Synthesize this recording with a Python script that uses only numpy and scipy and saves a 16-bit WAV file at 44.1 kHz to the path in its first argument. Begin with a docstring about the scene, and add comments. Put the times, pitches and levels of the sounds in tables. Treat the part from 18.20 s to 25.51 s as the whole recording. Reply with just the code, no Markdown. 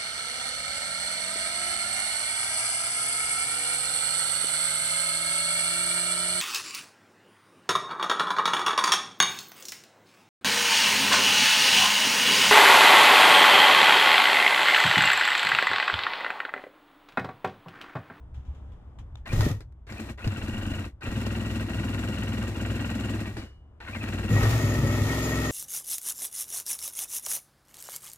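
"""Driveway: a three-cylinder two-stroke watercraft on a stand, started on starter fluid a few metres away.
Outdoor rumble, scuffs and a click; then geared starter whine and compression puffs booming in a hollow hull.
The engine coughs, dies, is cranked again, catches and settles to a rattling idle.
Tones and shaped noise follow crank and shaft speed; impulses ring the hull, casings, gears and pump."""
import sys
import numpy as np
from scipy import signal
from scipy.fft import rfft, irfft, next_fast_len
from scipy.io import wavfile

SR = 44100
rng = np.random.default_rng(int(sys.argv[2]) if len(sys.argv) > 2 else 0)


def master(y):
    """Save y as 16-bit WAV."""
    cut = np.clip(np.atleast_2d(y).T, -1, 1)
    pcm = np.round(cut * 32767)  # scale
    wavfile.write(sys.argv[1], SR, pcm.astype(np.int16))


N = 322364
TIME_S = np.arange(N) / SR

# Table levels are relative, before the mix gains.
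# outdoor rumble and wash spectra: f/Hz, density/dB
RUMBLE_COLOUR = [(13, -52), (22, -10.5), (54, -5.5), (68, 4), (79, -3), (92, -8.5), (124, -9.5), (162, -26),
                 (174, -59.5), (214, -32.5), (232, -38), (260, -30.5), (340, -49), (570, -120)]
AIR_COLOUR = [(100, -31), (170, -4), (434, -15.5), (1070, -20), (2480, -38), (3610, -38.5), (4190, -49.5),
              (5060, -47), (5350, -48.5), (12200, -59), (15000, -62)]
# dull swells of the rumble: middle t/s, length/s, level/dB
SWELLS = [(.188, 0.064, -36.5), (.298, 0.11, -38.5), (.54, 0.083, -42.5), (.82, .1, -35), (.94, 0.078, -44)]
# puffs of air on the microphone: middle t/s, length/s, level/dB
BUFFETS = [(1.158, 0.1873, -28), (1.284, 0.59, -39), (2.062, 0.062, -26), (2.415, 0.67461, -36),
           (2.89, .1, -35), (5.1, .5, -44)]
# puff spectrum: f/Hz, density/dB
BUFFET_COLOUR = [(16, -11.5), (28, -2), (42, -6), (60, 0), (90, -16)]
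# scuffs of shoes and hands: t/s, level/dB, decay/s
SCUFFS = [(.143, -59.5, 0.062), (.25, -69, 0.275), (.348, -64.5, 0.02095), (.52, -65, .02),
          (.787, -52, 0.02), (.97, -58, 0.01933)]
# scuff spectrum: f/Hz, density/dB
SCUFF_COLOUR = [(700, 12), (2000, 0), (3400, 3.5), (4500, -11), (6500, -7), (9000, -18), (15000, -26)]
# start button: down t/s, crank slows t/s, crank stops t/s, spin-up/s, puffs/dB, gears/dB, gas hiss/dB
PRESSES = [(1.056, 1.12, 1.186, .03, -31, -43.5, -51), (1.668, 1.895, 1.935, 0.04445, -30, -48, -53.5),
           (1.976, 2.62, 2.7, 0.04953, -28.5, -46.5, -53.5), (2.808, 4.95, 5.285, .035, -26, -44.5, -51.5),
           (5.602, 6.11, 6.1104, .14, -25, -44.5, -51)]
# even runs of compression strokes: first t/s, last t/s, strokes
STROKE_RUNS = [(1.065, 1.125, 2), (1.70, 1.896, 3), (1.99, 2.052, 2), (2.115, 2.28, 4), (2.335, 2.59, 7),
               (2.65, 2.65, 1), (2.83, 2.83, 1), (2.865, 3.405, 12), (3.494, 4.275, 17), (4.361, 4.943, 13),
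               (5.002, 5.065, 2), (5.173, 5.225, 2), (5.611, 5.828, 4), (5.881, 6.09, 5)]
# exhaust and hull resonances: f/Hz, width/Hz, level/dB
HULL_MODES = [(58, 11.5, 1.5), (99.079, 30.7, 7.5), (159.34, 15, -12), (217.1, 35.4, 0), (290, 27, -14.5),
              (339.2, 16, -9.5), (539.95, 55, -31), (630, 126, -25.5)]
# casing resonances while cranking: f/Hz, width/Hz, level/dB
CASING_MODES = [(1191, 22, -6.5), (1420, 20, -0.5), (1579.7, 98.5, -4.5), (1905, 15, -6.5),
                (2730, 156, -2.5), (3130, 39, -26)]
# cranking spectra (breath, gear grind, gas): f/Hz, density/dB
PUFF_COLOUR = [(24, -46), (40, -41), (102, 1.5), (118, 5.5), (140, -6.5), (217, 0), (303, -2.5), (350, -3),
               (377, -10.5), (483, -14.5), (527, -15), (792, -22), (1300, -23), (1690, -69), (2860, -120)]
GRIND_COLOUR = [(350, -11.5), (600, 0.5), (1030, -3.5), (1380, -7), (1760, -4.5), (1890, 4.5), (2050, -6.5),
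                (2300, -3), (2770, -9.5), (3160, -11.5), (4200, -9), (5460, -43.5), (9240, -120)]
HISS_COLOUR = [(1880, -2.5), (3200, -5.5), (3780, -5.5), (4120, -3), (4860, -8.5), (5260, -6), (6380, -8),
               (7380, -9), (7880, -9), (8940, -8.5), (9430, -16), (11500, -11.5), (13500, -18.5),
               (15100, -16), (15600, -15)]
# starter gear squeals: middle t/s, length/s, from f/Hz, to f/Hz, level/dB
SQUEALS = [(1.073, 0.057, 1750, 1862, -44), (1.106, .07, 2300, 2630, -41), (1.707, .03, 2210, 2360, -48),
           (1.787, .055, 2300, 2793, -44), (2.007, .035, 1440, 1504, -42.5),
           (2.039, 0.061, 2350, 2917, -43), (2.821, 0.027, 1530, 1460, -42.5),
           (2.846, 0.047, 2470, 2296, -43), (5.675, 0.045, 1536, 1445, -40),
           (5.742, .04, 2480, 2400, -36.5), (5.768, .045, 2250, 2000, -40), (5.821, 0.056, 2750, 2150, -42),
           (5.886, 0.0408, 2700, 2331, -40)]
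# spells of firing: catches t/s, dies t/s, exhaust/dB, clatter/dB, gas hiss/dB, clatter flare/dB
SPELLS = [(1.111, 1.314, -34, -42, -46, 3.5), (6.097, 7.4, -30.5, -36.5, -43, 4)]
# crankshaft: t/s, speed/(turns/s), unevenness of firing/(0-1)
SHAFT = [(1.1, 17.3, 0.89), (1.22, 22, 0.6), (1.39, 17, 1), (6.1, 15.5, 0.08), (6.22, 21.245, 0.48),
         (6.34, 23.068, 0.61), (6.47, 20.3, 0.05), (6.55, 21.3, 0.3), (6.63, 18.998, 0.41),
         (6.75, 21.3, 0.16), (6.83, 19.9, 0.48), (6.89, 22.4, 0.24), (7.08, 21.636, 0.15),
         (7.31, 21.2, 0.08)]
# exhaust note: multiple of shaft rate, level/dB
EXHAUST_ORDERS = [(1, -30), (2, -42), (3, 3), (4, -26), (5, 3.5), (6, -4), (7, 0.5), (8, -11), (9, -13),
                  (10, -6), (11, -3), (12, 2), (13, -5.5), (14, -60), (15, -4.5), (16, -6.5), (17, -6),
                  (18, -9), (19, -30), (20, -7), (21, -8.5), (22, -46), (23, -36), (24, -34), (25, -11),
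                  (26, -47), (27, -52), (28, -7.5), (29, -10.5), (30, -14)]
# running spectra (exhaust roar, clatter, gas): f/Hz, density/dB
ROAR_COLOUR = [(26, -46.5), (45, 8.5), (113, 5), (188, -2), (247, -10), (344, -19), (389, -65), (434, -8.5),
               (485, -25), (604, -32.5), (977, -21), (1200, -65), (1560, -57), (2640, -120)]
CLATTER_COLOUR = [(350, -7.5), (600, -8), (760, -9), (1160, -11.5), (1290, -7.5), (1650, -19), (1890, -1),
                  (2020, -16.5), (2670, -14), (4500, -39), (5850, -60), (9900, -120)]
GAS_COLOUR = [(2000, -14), (3300, 2), (4050, 0.5), (4600, -2), (6200, -1), (7500, -5.5), (9400, -9),
              (11500, -7), (15600, -9.5)]
# dry drive shaft and pump resonances, then their treble: f/Hz, width/Hz, level/dB
PUMP_MODES = [(1269.8, 10.76, 3.5), (1900, 8.9, 5), (1901.7, 16, -25), (2174.1, 19, 11), (2568.5, 25, 3)]
PUMP_TREBLE_MODES = [(4690, 50, -8), (5200, 70, -9), (6716, 22, 4), (7190, 70, -7), (8600, 60, -9),
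                     (9250, 50, -11), (10100, 50, -11), (11260, 50, -10), (11669, 30, -6), (12780, 50, -11),
                     (13330, 50, -10)]
# notes held by the dry pump: f/Hz, level/dB
PUMP_NOTES = [(1312, -3), (1848, 2), (1911, -10.5), (6716, -4), (11669, -7.5)]
# clacks of starter drive and linkage: t/s, level/dB, decay/s
CLACKS = [(1.128, -32.5, 0.01103), (1.208, -23, 0.0065), (1.406, -45.5, 0.015), (1.524, -60.5, 0.003),
          (1.723, -38, 0.00728), (1.797, -39, 0.00735), (1.896, -45, 0.0088), (2.045, -36.5, .008),
          (2.075, -29.5, 0.0058), (3.066, -30, 0.005397), (5.168, -39.5, 0.055), (6.232, -28, .018),
          (6.3, -33.5, 0.01353)]
# clack spectrum: f/Hz, density/dB
CLACK_COLOUR = [(300, 11.5), (900, -6.5), (1800, -2.5), (2800, -13.5), (4500, -9.5), (8000, -22.5),
                (15000, -29.5)]
# hard ignitions: t/s, peak level/dB
BANGS = [(1.129, -17), (1.171, -23), (1.19, -17), (1.263, -18.5), (1.306, -17.5), (2.066, -19),
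         (6.11, -15.5), (6.129, -14), (6.156, -15.5), (6.264, -19), (6.284, -20), (6.435, -16),
         (6.492, -23.5), (6.585, -16), (6.63, -18.5), (6.691, -24), (6.739, -25), (6.808, -19)]
# hull boom after an ignition: f/Hz, width/Hz, level/dB
BOOM_MODES = [(101.41, 8.417, 5.5), (135.3, 28, -3.5), (253, 80, -16)]
# gear teeth ping as weak firings throw the crank ahead of the starter: t/s, peak level/dB
PINGS = [(2.043, -29), (2.161, -34), (2.222, -36), (2.295, -31), (2.346, -32), (2.368, -34), (2.432, -34),
         (2.482, -33), (2.516, -33.5), (2.544, -35), (2.606, -38)]
# gear tooth resonances: f/Hz, width/Hz, level/dB
PING_MODES = [(1499.3, 150, -5.5), (2720, 260, -5), (2878, 190, -0.5)]
# starter pinion partials: f/Hz, level/dB, t60/s
PINION_PARTIALS = [(2923, -3.5, 0.64), (3768, -18, .35), (4214, -7.5, .3), (6320, -26, 0.432),
                   (8160, -36, .25)]
# colour of the two microphone ports: f/Hz, left minus right/dB
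PORTS = [(60, 0.28), (140, 1.4015), (300, 2), (800, 1.5), (1350, 5), (1900, 2), (2300, 4), (3400, -3),
         (5000, 4.5), (6300, 3), (7400, 10.5), (8600, -6), (9800, -1), (11500, -5), (15000, -2.5)]

RUMBLE_DB, RUMBLE_FADE_DB_PER_S, RUMBLE_WANDER_DB = -43.5, -1, -0.5
AIR_NEAR_DB, AIR_DB, AIR_DROP_S, AIR_DROP_LENGTH_S = -58.5, -64, 1.0, .4
CLICK_S = .9555
BUTTON_RISE_S, COAST_POWER = 0.001892, 0.67  # starter takes hold; shape of run-down
GEARS_START_SHARE, GEARS_COAST_POWER = 0.54, 0.6727  # gear level at once; shape of gear run-down
RING_ON_S = .011  # soft end of the run-down
FULL_STROKES_PER_S = 20.5
MESH_HZ, MESH_START_SHARE, MESH_SPEED_POWER = 1425, .68, .2  # nominal pitch, share at rest, link to crank
GEAR_TONE_DB, GEAR_SAG, GEAR_FLUTTER = -3.5, .04, 0.0178  # sag, flutter: shares of pitch
GRIND_REST, CASING_REST, GAS_REST = 2.1, 0.5617, 1.57  # level between strokes, re stroke rms
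THUMP_DB, HUM_DB, BREATHY_DB = -3, -3.5, -9  # cranking exhaust mix
ENGAGE_DB, ENGAGE_DECAY_S = -52, .045  # pinion slams into mesh
CATCH_S, DIE_S, EXHAUST_DIE_S = 0.0056, 0.033, .04
FLARE_AFTER_S, FLARE_WIDTH_S, FLARE_HISS_DB = 0.13, 0.0983, 1.5  # flare on starter fluid
IDLE_TURNS_PER_S = 21
CLATTER_DB_PER_TURN, HISS_DB_PER_TURN = 0.83, 1  # per turn/s above idle
RATTLE_DB, SINGING_DB, ZING_DB = -4, -8, -5.5  # pump mix
TOP_HZ, PORT_LAG_S = 15750, 0.00011


def undb(db):
    """Decibels to gain."""
    return 10 ** (np.asarray(db) / 20)


def unit(x):
    """Scale to rms 1."""
    return x / np.sqrt(np.mean(x ** 2))


def curves(rows):
    """Table columns interpolated over time."""
    times_s, *columns = np.transpose(rows)
    return [np.interp(TIME_S, times_s, column) for column in columns]


def walk(rate_hz):
    """Smooth random curve, spread near 1, rate_hz random points per second."""
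    points = rng.standard_normal(4096)
    return 1.2 * np.interp(TIME_S * rate_hz % 4095, np.arange(4096), points)


def noise(colour, likeness=1):
    """Stereo noise, rms 1, shaped by (f/Hz, density/dB); likeness is the power share common to both sides."""
    size = next_fast_len(N)
    hz, db = np.transpose(colour)
    bins_hz = np.arange(size // 2 + 1) * SR / size
    shape = undb(np.interp(np.log(bins_hz + 1), np.log(hz), db, left=-90, right=-90))
    white = rng.standard_normal((3, size))
    likeness = np.clip(likeness, 0, 1)
    sides = np.sqrt(likeness) * white[0] + np.sqrt(1 - likeness) * white[1:]
    return unit(irfft(rfft(sides) * shape, size)[:, :N])


def resonate(x, modes, order=1):
    """Parallel resonances (f/Hz, width/Hz, level/dB); higher order: slower build-up, steeper sides."""
    out = 0
    for k, (hz, width_hz, db) in enumerate(modes):
        section = np.concatenate(signal.iirpeak(hz, hz / width_hz, fs=SR))
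        ring = signal.sosfilt(np.tile(section, (order, 1)), x)
        out = out + (-1) ** k * undb(db) * ring  # alternate polarity
    return out


def pulses(times_s, sizes):
    """One impulse at each time."""
    samples = np.clip(np.asarray(times_s) * SR, 0, N - 1).astype(int)
    return np.bincount(samples, sizes, N)


def swell(x, rise_s, fall_s):
    """Impulses to puffs: exponential opening and decay."""
    t = TIME_S[:SR // 4]
    puff = (1 - np.exp(-t / rise_s)) * np.exp(-t / fall_s)
    return signal.oaconvolve(x, puff)[:N]


def bump(middle_s, length_s):
    """Smooth cos-squared rise and fall around a moment."""
    return np.cos(np.pi * np.clip((TIME_S - middle_s) / length_s, -.5, .5)) ** 2


def gate(on_s, off_s, rise_s, fall_s):
    """Exponential attack, hold and release."""
    attack = 1 - np.exp(-np.maximum(TIME_S - on_s, 0) / rise_s)
    return attack * np.exp(-np.clip((TIME_S - off_s) / fall_s, 0, 30))


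def outdoors():
    """Uneven low rumble and puffs of air under a soft neighbourhood wash."""
    swells, puffs = (sum(undb(db) * bump(s, length_s) for s, length_s, db in rows)
                     for rows in (SWELLS, BUFFETS))
    rumble_db = RUMBLE_DB + RUMBLE_FADE_DB_PER_S * TIME_S + RUMBLE_WANDER_DB * walk(14)
    rumble = (undb(rumble_db) + swells) * noise(RUMBLE_COLOUR)
    air_db = np.interp(TIME_S, [AIR_DROP_S, AIR_DROP_S + AIR_DROP_LENGTH_S], [AIR_NEAR_DB, AIR_DB])
    air = undb(air_db + walk(6.8)) * noise(AIR_COLOUR, 0.5928)
    return rumble + puffs * noise(BUFFET_COLOUR) + air


def bursts(rows, colour, likeness):
    """Noise hits with exponential decay: t/s, level/dB, decay/s."""
    envelope = np.zeros(N)
    for s, db, decay_s in rows:
        tail = envelope[int(s * SR):][:SR // 2]  # a view: adds in place
        tail += undb(db) * np.exp(-TIME_S[:len(tail)] / decay_s)
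    return envelope * noise(colour, likeness)


def scuffs():
    """Shoes and hands rub: short shaped noise."""
    return bursts(SCUFFS, SCUFF_COLOUR, 0.19)


def plastic_click(db=-38):
    """Small plastic part snaps into place at the handlebar: a noise tick excites three resonances."""
    snap = bursts([(CLICK_S, db, .0018)], SCUFF_COLOUR, 0.508)
    return .5 * snap + resonate(snap, [(3631, 162.3, 10), (6300, 550, 6), (8100, 420, -12)])


def starter_effort(times_s):
    """Gains of puffs, gears, hiss, and mesh pitch: build-up after each press, run-down with the crank."""
    gaps_s = np.diff(times_s)
    turning = gaps_s < .15  # skip pauses between runs
    middles_s = times_s[:-1] + gaps_s / 2
    speed = np.interp(TIME_S, middles_s[turning], 1 / gaps_s[turning]) / FULL_STROKES_PER_S
    puff, gears, hiss, spin = np.zeros((4, N))
    for down_s, slows_s, stops_s, spin_up_s, puff_db, gears_db, hiss_db in PRESSES:
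        age_s = np.maximum(TIME_S - down_s, 0)
        left_s = RING_ON_S * np.logaddexp(0, (stops_s - TIME_S) / RING_ON_S)  # time left to turn
        coast = np.clip(left_s / (stops_s - slows_s), 0, 1)
        pressed = 1 - np.exp(-age_s / BUTTON_RISE_S)
        held = pressed * coast ** COAST_POWER
        up_to_speed = 1 - np.exp(-age_s / spin_up_s)
        spin = np.where(TIME_S >= down_s, up_to_speed * np.sqrt(coast), spin)
        puff = puff + held * up_to_speed ** 2 * undb(puff_db)
        gear_share = GEARS_START_SHARE + (1 - GEARS_START_SHARE) * up_to_speed
        gears = gears + pressed * coast ** GEARS_COAST_POWER * gear_share * undb(gears_db)
        hiss = hiss + held * up_to_speed * undb(hiss_db)
    mesh_share = MESH_START_SHARE + (1 - MESH_START_SHARE) * spin
    return puff, gears, hiss, MESH_HZ * mesh_share * speed ** MESH_SPEED_POWER


def cranking():
    """Each compression loads the starter gears, then lets a puff of unburnt gas into the exhaust."""
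    times_s = np.concatenate([np.linspace(first, last, int(count)) for first, last, count in STROKE_RUNS])
    puff, gears, hiss, mesh_hz = starter_effort(times_s)
    strength = undb(rng.standard_normal((len(times_s), 3)).T)  # 1 dB spread
    equal = np.ones(len(times_s))
    steady = (TIME_S > 2.9) & (TIME_S < 4.9)

    def even(x):
        """Rms 1 over steady cranking."""
        return x / np.sqrt(np.mean(x[..., steady] ** 2))

    load = even(swell(pulses(times_s - .010, strength[0]), rise_s=0.0027, fall_s=0.01977))
    blow = even(swell(pulses(times_s, strength[1]), rise_s=0.001369, fall_s=0.019))

    # port opens just after top dead centre; hull swells with each thump
    thump = even(resonate(pulses(times_s + 0.0067329, np.sqrt(strength[2])), HULL_MODES, order=2))
    # hull air hums on between strokes
    hum_modes = [(103.76, 17.5, 9.0), (244.7, 24.0, -9), (538.0, 28.69, -17)]
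    hum = even(resonate(pulses(times_s + 0.00697, equal), hum_modes, order=2))
    breathy = even(2 + blow) * noise(PUFF_COLOUR, 0.96)
    exhaust = undb(THUMP_DB) * thump + undb(HUM_DB) * hum + undb(BREATHY_DB) * breathy

    # starter slows against each compression and races away after it
    sag = even(swell(pulses(times_s, equal), rise_s=.012, fall_s=0.011))
    pitch_hz = mesh_hz * (1.02 - GEAR_SAG * sag + GEAR_FLUTTER * walk(700))
    mesh = 2 * np.pi * np.cumsum(pitch_hz) / SR
    partials = 0.68 * np.sin(mesh) + np.sin(2 * mesh) + 0.071 * np.sin(3 * mesh)
    whine = unit(partials) * undb(2 * walk(400))
    teeth = undb(2.75 * walk(600))
    grind = even(teeth * (GRIND_REST + load)) * noise(GRIND_COLOUR, 0.66)
    casing = even(resonate(teeth * (CASING_REST + load) * noise(GRIND_COLOUR, 0.5446), CASING_MODES))
    starter = undb(GEAR_TONE_DB) * whine * load + grind + undb(-1.5) * casing

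    gas = even(undb(1.3 * walk(400)) * (GAS_REST + blow)) * noise(HISS_COLOUR, 0.12)
    zing_modes = [(4903, 87, -6.0), (7410, 94, 7), (9200, 130, -12.5)]
    zing = even(resonate(blow * noise(HISS_COLOUR, 0.6), zing_modes))
    return puff * exhaust + gears * starter + hiss * (undb(1.5) * gas + undb(-12) * zing)


def clacks():
    """Pinion slams into mesh at each press; starter drive and linkage clack: decaying noise."""
    engaging = [(press[0], ENGAGE_DB, ENGAGE_DECAY_S) for press in PRESSES]
    return bursts(engaging + list(CLACKS), CLACK_COLOUR, 0.54)


def squeals():
    """Starter gears squeal: short, rough sine glides."""
    out = np.zeros(N)
    rough = undb(3 * walk(300))
    waver = 1 + .025 * walk(600)
    for s, length_s, from_hz, to_hz, db in SQUEALS:
        span = np.flatnonzero(np.abs(TIME_S - s) < length_s / 2)
        pitch_hz = np.linspace(from_hz, to_hz, len(span)) * waver[span]
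        phase = 2 * np.pi * np.cumsum(pitch_hz) / SR
        out[span] += undb(db) * np.hanning(len(span)) * np.sin(phase)
    return out * rough


def firing_effort(turn_hz):
    """Gains of exhaust, clatter, hiss: engine catches, flares, and rattles more with speed."""
    exhaust, clatter, hiss = np.zeros((3, N))
    above = turn_hz - IDLE_TURNS_PER_S
    for catches_s, dies_s, exhaust_db, clatter_db, hiss_db, flare_db in SPELLS:
        alive = gate(catches_s, dies_s, CATCH_S, DIE_S)
        flare = np.exp(-((TIME_S - catches_s - FLARE_AFTER_S) / FLARE_WIDTH_S) ** 2)
        exhaust = exhaust + gate(catches_s, dies_s, CATCH_S, EXHAUST_DIE_S) * undb(exhaust_db)
        clatter = clatter + alive * undb(clatter_db + flare_db * flare + CLATTER_DB_PER_TURN * above)
        hiss = hiss + alive * undb(hiss_db + FLARE_HISS_DB * flare + HISS_DB_PER_TURN * above)
    return exhaust, clatter, hiss


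def running():
    """Three firings a turn drive the exhaust note; the dry pump rattles and gas hisses from the pipe."""
    turn_hz, uneven = curves(SHAFT)
    exhaust, clatter, hiss = firing_effort(turn_hz)
    turns = np.cumsum(turn_hz) / SR

    # unequal cylinders: note repeats once a turn; random phase per order softens the turn's pulse
    phases_rad = 1.62 * rng.standard_normal(len(EXHAUST_ORDERS))
    note = unit(sum(undb(db) * np.cos(2 * np.pi * k * turns + phase)
                    for (k, db), phase in zip(EXHAUST_ORDERS, phases_rad)))
    firing = unit(5.0 + np.exp(-(3 * turns % 1) / 0.7))
    roar = firing * noise(ROAR_COLOUR, 0.94)
    misfires = undb(6 * uneven * walk(60))
    even_share = np.sqrt(np.clip(1 - uneven ** 2, 0, 1))
    pipe = undb(3.0) * note * even_share * misfires + undb(4) * uneven * roar
    # stumbling, over-rich firing makes the hull drone
    hull_ring = unit(resonate(note, [(115.8, 11.0, 0)]))
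    drone = undb(14.0) * np.clip(uneven - .2, 0, .25) * hull_ring

    knocks = unit(firing * undb(1.7126 * walk(300))) * noise(CLATTER_COLOUR, 0.57)
    # drive backlash: pump rings in uneven spurts
    spurts = undb(2.5 * walk(45))
    pump = unit(resonate(firing * spurts * noise(CLATTER_COLOUR, 0.61), PUMP_MODES))
    # pump sings once the shaft turns evenly
    singing = unit(sum(undb(db + 4 * walk(28)) * np.sin(2 * np.pi * hz * TIME_S + 1.3 * walk(60))
                       for hz, db in PUMP_NOTES))
    settled = np.clip(1.3 - 1.6 * uneven, 0, 1)
    ringing = settled * (undb(RATTLE_DB) * pump + undb(SINGING_DB) * singing)
    metal = undb(0.5) * knocks + ringing

    zing = undb(ZING_DB) * unit(resonate(undb(4 * walk(25)) * noise(GAS_COLOUR, .5), PUMP_TREBLE_MODES))
    gas = unit(firing * undb(1.5 * walk(200))) * noise(GAS_COLOUR, 0.14)
    return exhaust * (pipe + drone) + clatter * metal + hiss * (undb(1) * gas + settled * zing)


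def strike(rows, ring):
    """Peak-normalised ring at each (t/s, level/dB)."""
    times_s, db = np.transpose(rows)
    return signal.oaconvolve(pulses(times_s, undb(db)), ring / np.abs(ring).max())[:N]


def bangs():
    """A charge of starter fluid goes off and the hull booms: low-passed modal impulse response."""
    boom = resonate(pulses([0], [1.]), BOOM_MODES)[:SR // 2]
    boom = signal.sosfilt(signal.butter(2, 420, fs=SR, output="sos"), boom)
    return strike(BANGS, boom)


def pings():
    """Gear teeth knock together across their backlash and ring."""
    return strike(PINGS, resonate(pulses([0], [1.]), PING_MODES, order=2)[:SR // 10])


def pinion(start_s=5.1821, db=-48):
    """Starter pinion drops out of mesh and rings on: decaying sines."""
    t = np.maximum(TIME_S - start_s, 0)
    return sum(undb(db + mode_db - 60 * t / t60_s) * np.sin(2 * np.pi * hz * t)
               for hz, mode_db, t60_s in PINION_PARTIALS)


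def scene():
    """Sum of outdoor sounds, starter and engine."""
    small = scuffs() + plastic_click() + clacks()
    starter = cranking() + squeals() + pings() + pinion()
    engine = running() + bangs()
    return outdoors() + small + starter + engine


def record(dry):
    """Two microphone ports: left hears first, each has its own colour, top is cut."""
    size = next_fast_len(N + 1000)
    hz = np.arange(size // 2 + 1) * SR / size
    port_hz, port_db = np.transpose(PORTS)
    balance_db = np.interp(np.log(hz + 1), np.log(port_hz), port_db)
    left = undb(balance_db / 2)
    right = undb(-balance_db / 2) * np.exp(-2j * np.pi * hz * PORT_LAG_S)
    heard = irfft(rfft(dry, size) * np.array([left, right]), size)[:, :N]
    return signal.sosfilt(signal.ellip(10, .2, 70, TOP_HZ, fs=SR, output="sos"), heard)


dry = scene()
out = record(dry)
master(out)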